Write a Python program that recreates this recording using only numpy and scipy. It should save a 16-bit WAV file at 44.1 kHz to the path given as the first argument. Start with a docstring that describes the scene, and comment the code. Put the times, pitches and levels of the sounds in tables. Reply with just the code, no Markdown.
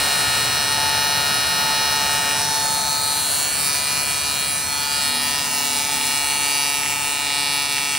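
"""An AC TIG arc buzzes on an aluminium boat in a workshop: its current reverses twice a cycle,
each time with a sharp clap. Hull and walls echo the claps into a dense buzz; re-ignitions throw
bursts of noise, and now and then the arc spits. The microphone starts at the welding machine, whose
fan rushes and whines, and is carried past the side to the bow, through standing waves that make
single overtones swell and fade. Low hums come and go in the shop."""
import sys
import numpy as np
from scipy import signal
from scipy.fft import rfft, irfft
from scipy.io import wavfile
from scipy.ndimage import uniform_filter1d, map_coordinates

SR = 44100
rng = np.random.default_rng(int(sys.argv[2]) if len(sys.argv) > 2 else 0)


def transcribe(signal):
    """Save signal, clipped to [-1, 1], as a 16-bit WAV file at the path in sys.argv[1]."""
    frames = np.atleast_2d(signal).T
    limited = np.clip(frames, -1, 1)
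    pcm = np.round(limited * 32767).astype(np.int16)
    wavfile.write(sys.argv[1], SR, pcm)


N = 351918
TIME = np.arange(N) / SR
FREQS = np.maximum(np.fft.rfftfreq(N, 1 / SR), 1)

ARC_HZ, CLEANING_MS = 142.411, 1.95   # cleaning: electrode-positive part of the cycle
LOW_HARMONICS = 42   # listed singly; the rest are treble
CUTOFF_HZ, SOUND_M_PER_S = 15750, 343

# microphone route: (time [s], spot [0 machine, 1 side, 2 bow, above 2 further from the fan])
ROUTE = [(0, 0), (2.3, 0), (2.5, 0), (2.95, 1.08), (4.2, 0.88), (4.62, 1), (5.2, 1.25), (6.5, 3.5), (8, 15)]
# arrival of the cycle's first clap: (time [s], delay [ms])
CLAP_ARRIVAL = [(0, 1.32), (2.5, 1.3), (3.8, 1.62), (4.6, 1.64), (6, 1.36), (8, 1.24)]


def from_db(db):
    """Decibels to gain."""
    return 10 ** (np.asarray(db) / 20)


def rms_one(x):
    """Scale to unit rms."""
    return x / np.sqrt(np.mean(np.abs(x) ** 2) + 1e-20)


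def in_time(rows, t=TIME):
    """A (time, value) curve at times t."""
    return np.interp(t, *np.transpose(rows))


def at_hz(rows, hz):
    """Each value column of a spectrum, interpolated in log frequency."""
    points_hz, *columns = np.transpose(rows)
    return [np.interp(np.log(hz), np.log(points_hz), c) for c in columns]


def coloured(x, spectrum):
    """Filter by a (Hz, dB) spectrum; unit rms."""
    return rms_one(irfft(rfft(x) * from_db(at_hz(spectrum, FREQS)[0]), N))


def above(x, hz):
    """Steep zero-phase high-pass."""
    return irfft(rfft(x) / (1 + (hz / FREQS) ** 16), N)


def delayed(x, ms):
    """Moving delay."""
    return map_coordinates(x, [np.arange(N) - ms * SR / 1000], order=2)


def drift(rate, t=TIME):
    """Smooth random curve, `rate` knots per unit of t; spread near 1."""
    return map_coordinates(rng.standard_normal(1024), [t * rate], order=2, mode="wrap")


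def tone(hz, wander_hz=0.83, waver_db=1.9):
    """Slightly unsteady sine; rms near 1."""
    angle = 2 * np.pi * np.cumsum(hz + wander_hz * drift(5)) / SR
    return from_db(waver_db * drift(6.5)) * np.sqrt(2) * np.sin(angle)


def position(t=TIME, stride_s=0.99):
    """Route in spots, smoothed: the body follows the hand."""
    return np.interp(t, TIME, uniform_filter1d(in_time(ROUTE), int(stride_s * SR)))


def walked_m(t=TIME):
    """Microphone travel through the echoes; the hand never rests."""
    # (time [s], speed [m/s])
    pace = [(0, .05), (1.7, .07), (2.6, .14), (3.4, .28), (4.3, .42), (5.3, .38), (6, .16), (8, .11)]
    return np.interp(t, TIME, np.cumsum(in_time(pace)) / SR)


def buzz(echo_db=-0.5, flutter_db=0.5, second_clap_db=-3.0, cycle_samples=1024):
    """Two opposite claps a cycle plus echoes, built cycle by cycle from harmonics."""
    # echo colour: (frequency [Hz], gain at machine [dB], gain at bow [dB])
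    echo_colour = [(500, 7.5, -2.5), (1270, -0.5, -1.5), (2360, -4.5, -5.5), (4250, 3.5, -0.5),
                   (7000, 2, -1), (10100, 0.5, -2), (15000, 1, -14)]
    t = (np.arange(int(N / SR * ARC_HZ) + 2) + .5) / ARC_HZ
    hz = ARC_HZ * np.arange(1, int(CUTOFF_HZ / ARC_HZ) + 1)
    waver_db = flutter_db * drift(18, t)[:, None] + shimmer_db(t, hz)
    turn_per_ms = -2j * np.pi * hz / 1000
    claps = rms_one(1 - from_db(second_clap_db) * np.exp(CLEANING_MS * turn_per_ms))
    direct = 1j * np.exp(np.outer(in_time(CLAP_ARRIVAL, t), turn_per_ms))
    machine_db, bow_db = at_hz(echo_colour, hz)
    colour_db = machine_db + np.outer(np.clip(position(t) / 2, 0, 1), bow_db - machine_db)
    field = claps * (direct + from_db(echo_db + colour_db) * reflections(t, hz))
    # long waves keep their strength, short ones swell and fade
    depth = np.interp(hz, [5500, 6800], [0.11, 1.26])
    field *= np.sqrt((1 + depth ** 2) / (np.abs(field) ** 2 + depth ** 2))
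    level_db = bellies(harmonics_db(t, hz) + standing_waves_db(t, hz), t, hz)
    spectra = np.pad(field * from_db(level_db + waver_db), ((0, 0), (1, 0)))   # empty DC bin
    cycles = irfft(spectra, cycle_samples) * cycle_samples / np.sqrt(2)
    return np.interp(TIME * ARC_HZ * cycle_samples, np.arange(cycles.size), cycles.ravel())


def shimmer_db(t, hz, slow_db=.5, fast_db=1.05, cycle_db=0.68):
    """The claps' treble flickers, band by band and from cycle to cycle."""
    centres_hz = np.linspace(4000, CUTOFF_HZ, 10)
    bands_db = np.transpose([slow_db * drift(5, t) + fast_db * drift(32, t) for _ in centres_hz])
    spread = np.array([np.interp(hz, centres_hz, row) for row in np.eye(len(centres_hz))])
    depth = np.interp(hz, [3000, 8000], [0, 1])
    return depth * (bands_db @ spread + cycle_db * rng.standard_normal((len(t), 1)))


def reflections(t, hz, count=32):
    """Echoes from all round the shop; most paths lengthen as the microphone moves."""
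    way_s = walked_m(t) / SOUND_M_PER_S
    echoes = 0
    for lag, slant, phase in rng.random((count, 3)):
        delay_s = lag / ARC_HZ + (1.5 * slant - .5) * way_s
        echoes += np.exp(2j * np.pi * (phase - np.outer(delay_s, hz)))
    return rms_one(echoes)


def harmonics_db(t, hz):
    """Arc spectrum blended between three spots; three bands rise and fall."""
    # base spectrum at each spot: (harmonic number, level [dB])
    at_machine = [(1, -52), (2, -47.5), (3, -46.5), (4, -52), (5, -41), (6, -53), (7, -45.5), (8, -46.5),
                  (9, -36.5), (10, -39), (11, -43), (12, -43), (13, -34), (14, -51), (15, -49), (16, -40.5),
                  (17, -37), (18, -40.5), (19, -44), (20, -33.5), (21, -40), (22, -47.5), (23, -40),
                  (24, -43), (25, -76), (26, -37), (27, -32), (28, -42), (29, -31), (30, -30.5), (31, -41),
                  (32, -80), (33, -41.5), (34, -38.5), (35, -43.5), (36, -35.5), (37, -43), (38, -36),
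                  (39, -40), (40, -61), (41, -36.5), (42, -51.0)]
    at_side = [(1, -54.5), (2, -49.5), (3, -52.5), (4, -59.0), (5, -49.5), (6, -48.0), (7, -43.5),
               (8, -49.0), (9, -40.5), (10, -45.5), (11, -50.5), (12, -44.5), (13, -48.5), (14, -44.0),
               (15, -55.5), (16, -41.0), (17, -36.5), (18, -49.5), (19, -42.5), (20, -41.0), (21, -46.0),
               (22, -48.0), (23, -42.5), (24, -46.5), (25, -48.0), (26, -43.0), (27, -42.0), (28, -40.5),
               (29, -35.5), (30, -35.0), (31, -38.5), (32, -47.0), (33, -38.0), (34, -42.0), (35, -48.0),
               (36, -42.5), (37, -45.5), (38, -48.0), (39, -45.0), (40, -45.0), (41, -43.0), (42, -47.5)]
    at_bow = [(1, -53.0), (2, -45.5), (3, -48.5), (4, -57.0), (5, -45), (6, -39.0), (7, -42.5), (8, -48.5),
              (9, -38.5), (10, -48.5), (11, -55.5), (12, -46.0), (13, -39.0), (14, -42.5), (15, -51.0),
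              (16, -35.0), (17, -36.5), (18, -46.5), (19, -35.0), (20, -35.0), (21, -42.5), (22, -50.0),
              (23, -40.5), (24, -40.0), (25, -46.5), (26, -42.5), (27, -39.0), (28, -40.0), (29, -43.0),
              (30, -38.5), (31, -40.0), (32, -46.5), (33, -38.0), (34, -41.0), (35, -41.0), (36, -40.5),
              (37, -43.5), (38, -41.0), (39, -42.5), (40, -40.5), (41, -44.0), (42, -45.0)]
    # treble harmonics, all spots: (frequency [Hz], level [dB])
    sizzle = [(6100, -47.5), (6900, -49), (7700, -49), (8400, -43.5), (9500, -44.5), (10600, -44.5),
              (11200, -48), (11900, -56), (12800, -61), (13700, -54.5), (14600, -50), (15700, -51)]
    # band gains: (time [s], gain [dB])
    middle = [(0, 1), (2.33, 1.5), (2.43, -4.5), (3, -5.5), (3.45, 0), (3.95, 1), (4.6, -1), (5.1, 2),
              (5.6, -0.5), (8, .5)]
    edge = [(0, -0.5), (1.8, 0.5), (2.3, -2), (2.8, 1.5), (4.65, -0.5), (5.1, 3.5), (5.45, 1), (6.6, 0),
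            (6.951, -1), (7.3, 2.5), (8, 0)]
    treble = [(0, 1.5), (1.8, 0.5), (2.6, 1.5), (3.399, 4.5), (4.7, 1), (5, 0), (5.6, 3), (6.95, 2.5),
              (7.3, -1.5), (8, 0.3)]
    spot = np.clip(in_time(ROUTE, t), 0, 2)
    sizzle_db = at_hz(sizzle, hz[LOW_HARMONICS:])[0]
    level_db = 0
    for k, table in enumerate((at_machine, at_side, at_bow)):
        nearness = np.maximum(1 - np.abs(spot - k), 0)
        level_db += np.outer(nearness, np.r_[np.array(table)[:, 1], sizzle_db])
    for curve, corners_hz, weights in ((middle, [700, 1200, 3000, 3600], [0, 1, 1, 0]),
                                       (edge, [3000, 3600, 5600, 6500], [0, 1, 1, 0]),
                                       (treble, [5600, 6500], [0, 1])):
        level_db += np.outer(in_time(curve, t), np.interp(hz, corners_hz, weights))
    return level_db


def standing_waves_db(t, hz, treble_node_db=-8.5, treble_knots_per_m=14):
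    """Broad bellies, narrow nodes: deepest beside the hull, shallow for long waves."""
    spot_db = np.interp(position(t), [0, 1, 2], [1, -17, -10])
    node_db = np.outer(spot_db, np.clip(hz / 4000, 0, 1) ** 3)
    node_db[:, LOW_HARMONICS:] = treble_node_db
    node_power = np.minimum(from_db(node_db) ** 2, 1)
    knots_per_m = hz / SOUND_M_PER_S
    knots_per_m[LOW_HARMONICS:] = treble_knots_per_m
    way_m = walked_m(t)
    pattern = np.transpose([drift(rate, way_m) for rate in knots_per_m])
    return 10 * np.log10(node_power + (1 - node_power) * rms_one(np.tanh(pattern)) ** 2)


def bellies(level_db, t, hz, recovery_s=0.1):
    """Across a strong belly an overtone rises and falls as a half sine, node to node."""
    # (centre [s], length [s], frequency [Hz], crest level [dB])
    crossings = [(2.098, 1.95, 5269, -36.5), (2.876, 1.36, 4272, -29.5), (2.95, 1.12, 1282, -36),
                 (3.166, 1, 4130, -30), (3.21, 0.45, 3988, -37), (3.48, 0.78, 4415, -31.5),
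                 (3.798, 0.72, 4700, -33.5), (3.85, 0.96, 1994, -39.5), (3.9, 0.6, 997, -37.5),
                 (3.927, 0.6, 4272, -33.5), (3.875, 0.53, 4130, -33), (4.006, 1.36, 2421, -32.5),
                 (4.146, .42, 4415, -33), (4.247, 0.26, 4700, -34), (4.258, 0.41, 4130, -33.5),
                 (4.284, 0.44, 997, -40.5), (4.41, 0.38, 4272, -32), (4.726, 0.35, 4272, -30.5),
                 (4.828, .45, 3275, -37), (4.88, 0.42, 4700, -35), (4.9, .7, 1424, -40.5),
                 (4.947, 0.24, 4842, -33), (5, 1.4, 2421, -35), (5.04, 0.34, 4130, -39),
                 (5.108, 0.33, 4272, -29), (5.13, 0.36, 3845, -34), (5.24, 0.67, 3275, -36.5),
                 (5.267, 0.42, 4700, -39), (5.3, 1.04, 1851, -35.5), (5.305, 0.62, 4842, -32.5),
                 (5.403, 1, 997, -37.5), (5.6, 0.6, 4272, -36), (5.7, 0.74, 4700, -40),
                 (5.836, 1.2, 4984, -34.5), (6.25, 1.04, 4272, -32), (6.53, 0.65, 4700, -31.5),
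                 (7.406, 1.3, 4272, -36), (7.5, .9, 4700, -35.5), (7.55, 1.4, 3845, -37)]
    outside, inside = np.ones_like(level_db), np.zeros_like(level_db)
    for centre_s, length_s, belly_hz, db in crossings:
        k = np.argmin(np.abs(hz - belly_hz))
        outside[:, k] *= np.clip((np.abs(t - centre_s) - length_s / 2) / recovery_s, 0, 1)
        inside[:, k] += from_db(db) * np.cos(np.pi * np.clip((t - centre_s) / length_s, -.5, .5))
    return 20 * np.log10(from_db(level_db) * outside + inside + 1e-9)


def sputter(burst_ms=0.6, burst_db=11.5, uneven_db=2.5, split_hz=3600):
    """Each re-ignition throws a noise burst of its own size, over a floor of room hiss."""
    # arc turbulence: (frequency [Hz], relative density [dB])
    spectrum = [(600, -7.5), (1300, -14), (2400, 1), (3200, -2.5), (4200, 0), (5500, -2.5), (7000, -4),
                (9000, -1.5), (10700, -2.5), (12500, -21), (14500, -23), (15700, -30)]
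    # crackle below the split, rising when the arc is restless; fizz above: (time [s], gain [dB])
    crackle_gain = [(0, -29), (1.2, -35), (2.3, -35), (2.6, -36), (4.8, -36), (5.8, -31), (6.04, -29),
                    (6.2, -32), (6.42, -30), (6.7, -36), (6.9, -33), (7.1, -32), (7.3, -33), (7.6, -35),
                    (7.8, -33), (8, -36)]
    fizz_gain = [(0, -34), (.8, -31.5), (1.4, -40), (1.7, -35), (3.2, -32), (4.6, -33.5), (5.3, -35),
                 (5.8, -30), (6.7, -33.5), (7.1, -34.5), (8, -32)]
    cycle_ms = 1000 / ARC_HZ
    elapsed_cycles = TIME * ARC_HZ - in_time(CLAP_ARRIVAL) / cycle_ms
    bursts = 0
    for delay_ms in (0, CLEANING_MS):
        cycle, part = np.divmod(elapsed_cycles - delay_ms / cycle_ms, 1)
        sizes = from_db(uneven_db * rng.standard_normal(int(cycle[-1]) + 2))
        bursts += sizes[cycle.astype(int)] * np.exp(-part * cycle_ms / burst_ms)
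    envelope = np.sqrt(1 + (from_db(burst_db) * bursts) ** 2)
    noise = coloured(rng.standard_normal(N) * envelope, spectrum)
    fizz = above(noise, split_hz)
    return from_db(in_time(crackle_gain)) * (noise - fizz) + from_db(in_time(fizz_gain)) * fizz


def fan(rumble_db=-38.5, rush_db=-29.5, echo_db=-7.5, blade_hz=880.2, near_m=0.97, spot_m=1.29):
    """Cooling air rumbles and rushes, falling with distance to its shop echo; the blades whine."""
    # air noise: (frequency [Hz], relative density [dB])
    rumble_spectrum = [(15, -60), (27, -44), (36, -27), (50, -8), (80, 1.5), (120, -1), (165, 1.5),
                       (210, -4), (270, -8), (340, -22), (600, -32)]
    rush_spectrum = [(200, -24), (330, -11), (480, -6), (730, 1.5), (1100, -2.5), (1450, -4), (1750, -3),
                     (2400, -8.5), (3500, -12.5), (6000, -19.5)]
    # rush trim and blade tone: (time [s], gain [dB])
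    rush_trim = [(0, 1.5), (.4, 0.5), (2.4, -0.5), (3.4, 0), (4.8, -3), (5.1, -0.5), (6.4, 1), (7.2, 0.5),
                 (8, -0.5)]
    whine_gain = [(0, -39), (.65, -39.5), (.82, -29), (1.35, -38.5), (1.65, -32.5), (2.8, -29.5),
                  (3.15, -34), (3.35, -47), (4.5, -53), (4.85, -36.5), (5.15, -35), (5.37, -45),
                  (5.55, -35), (7.3, -38), (7.65, -41), (7.98, -50)]
    # faint machine tones: (frequency [Hz], level [dB], multiple of the fall, wander [Hz])
    faint_tones = [(1761, -40.5, 1.45, 3.15), (1511, -45.5, 0.84, 2.04)]
    direct = near_m / np.hypot(near_m, spot_m * position())
    fall_db = 20 * np.log10(np.hypot(direct, from_db(echo_db)) / np.hypot(1, from_db(echo_db)))
    rumble = from_db(rumble_db + 0.9 * fall_db) * coloured(rng.standard_normal(N), rumble_spectrum)
    rush = coloured(rng.standard_normal(N), rush_spectrum)
    rush *= from_db(rush_db + fall_db + in_time(rush_trim))
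    tones = sum(from_db(db + follow * fall_db) * tone(hz, wander_hz)
                for hz, db, follow, wander_hz in faint_tones)
    whine = from_db(in_time(whine_gain)) * tone(blade_hz)
    return rumble + rush + tones + whine


def hums(fade_s=0.12):
    """Low hums in the shop fade in, hold and fade out."""
    # (start [s], length [s], frequency [Hz], level [dB])
    swells = [(0.03, 1.45, 120.8, -42.5), (5.008, 0.38, 248.6, -38.5), (5.354, 0.53, 246, -43),
              (5.87, 0.35, 250, -41)]
    out = np.zeros(N)
    for start_s, length_s, hz, db in swells:
        envelope = np.clip(np.minimum(TIME - start_s, start_s + length_s - TIME) / fade_s, 0, 1)
        out += from_db(db) * envelope * tone(hz)
    return out


def spits(ring_db=-21.0, ring_s=0.0016, tail_db=-31.0, tail_s=0.01):
    """Hard re-ignitions: a sharp crack in two bands, a brief ring, then the shop's tail."""
    # (time [s], snap peak [dB], fizz peak [dB])
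    cracks = [(2.311, -16, -14), (3.9755, -22, -17), (6.012, -20, -20), (6.032, -23, -20),
              (6.039, -19, -16), (6.054, -18, -8), (6.1094, -17, -16), (6.3199, -20, -24),
              (6.7763, -20, -24), (6.8326, -12, -21), (6.8606, -16, -24), (6.897, -19, -21),
              (6.924, -14, -17), (6.9393, -18, -12), (7.037, -17, -25), (7.268, -17, -24),
              (7.3025, -15, -25), (7.767, -17, -23), (7.782, -14, -22.5), (7.844, -27, -23),
              (7.856, -17, -26), (7.9417, -26, -24), (7.951, -12, -23)]
    snap_hz, fizz_hz = [1850, 2960], [5000, 11500]
    bands = [signal.butter(2, hz, "band", fs=SR, output="sos") for hz in (snap_hz, fizz_hz)]
    age_s = TIME[:SR // 10]
    impulse = age_s == 0
    decay = from_db(ring_db) * np.exp(-age_s / ring_s) + from_db(tail_db) * np.exp(-age_s / tail_s)
    out = np.zeros(N + SR)
    for start_s, *peaks_db in cracks:
        for band, db in zip(bands, peaks_db):
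            crack = signal.sosfilt(band, impulse + decay * rng.standard_normal(len(age_s)))
            out[int(start_s * SR):][:len(age_s)] += from_db(db) * crack / np.abs(crack).max()
    return out[:N]


def panels(x, mirror_db=-21.0, edge_hz=5600):
    """Small hull and deck panels reflect only short waves; moving delays sweep a treble comb."""
    # (delay at machine [ms], change with travel [ms/m])
    paths = [(.66, -0.178), (2.002, -0.545), (2.38, -.38)]
    treble = above(x, edge_hz)
    gain, way_m = from_db(mirror_db), walked_m()
    mirrored = sum(gain * delayed(treble, ms + ms_per_m * way_m) for ms, ms_per_m in paths)
    return x - treble + (treble + mirrored) / np.sqrt(1 + len(paths) * gain ** 2)


def microphones(mid, direct_share=.65):
    """Two close ports: their difference is part direct sound, part shifting room scatter."""
    # (frequency [Hz], side-to-mid gain [dB], side phase [rad])
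    ports = [(60, -63, 1), (170, -39, 1), (330, -19.5, 1), (550, -7, 0.65), (900, -8.5, 0.3),
             (1260, -4.5, 0.98), (1500, 7, 1), (1670, -78, 0.35), (5090, -71, -1.9), (5260, -4.5, -1.63),
             (7000, -2.5, -1.58), (15000, 0, -1.57)]
    side_db, phase_rad = at_hz(ports, FREQS)
    direct = np.sqrt(direct_share) * np.exp(1j * phase_rad) * rfft(mid)
    scatter = np.sqrt(1 - direct_share) * rfft(delayed(mid, ms=11 + .5 * drift(1)))
    side = irfft((direct + scatter) * from_db(side_db), N)
    return np.array([mid + side, mid - side])


def scene():
    """Arc, fan and hums at the moving stereo microphone."""
    arc = buzz() + sputter() + spits()
    return microphones(panels(arc) + fan() + hums())


def record(dry):
    """Steep elliptic low-pass."""
    return signal.sosfilt(signal.ellip(10, .1, 80, CUTOFF_HZ, fs=SR, output="sos"), dry)


dry = scene()
out = record(dry)
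transcribe(out)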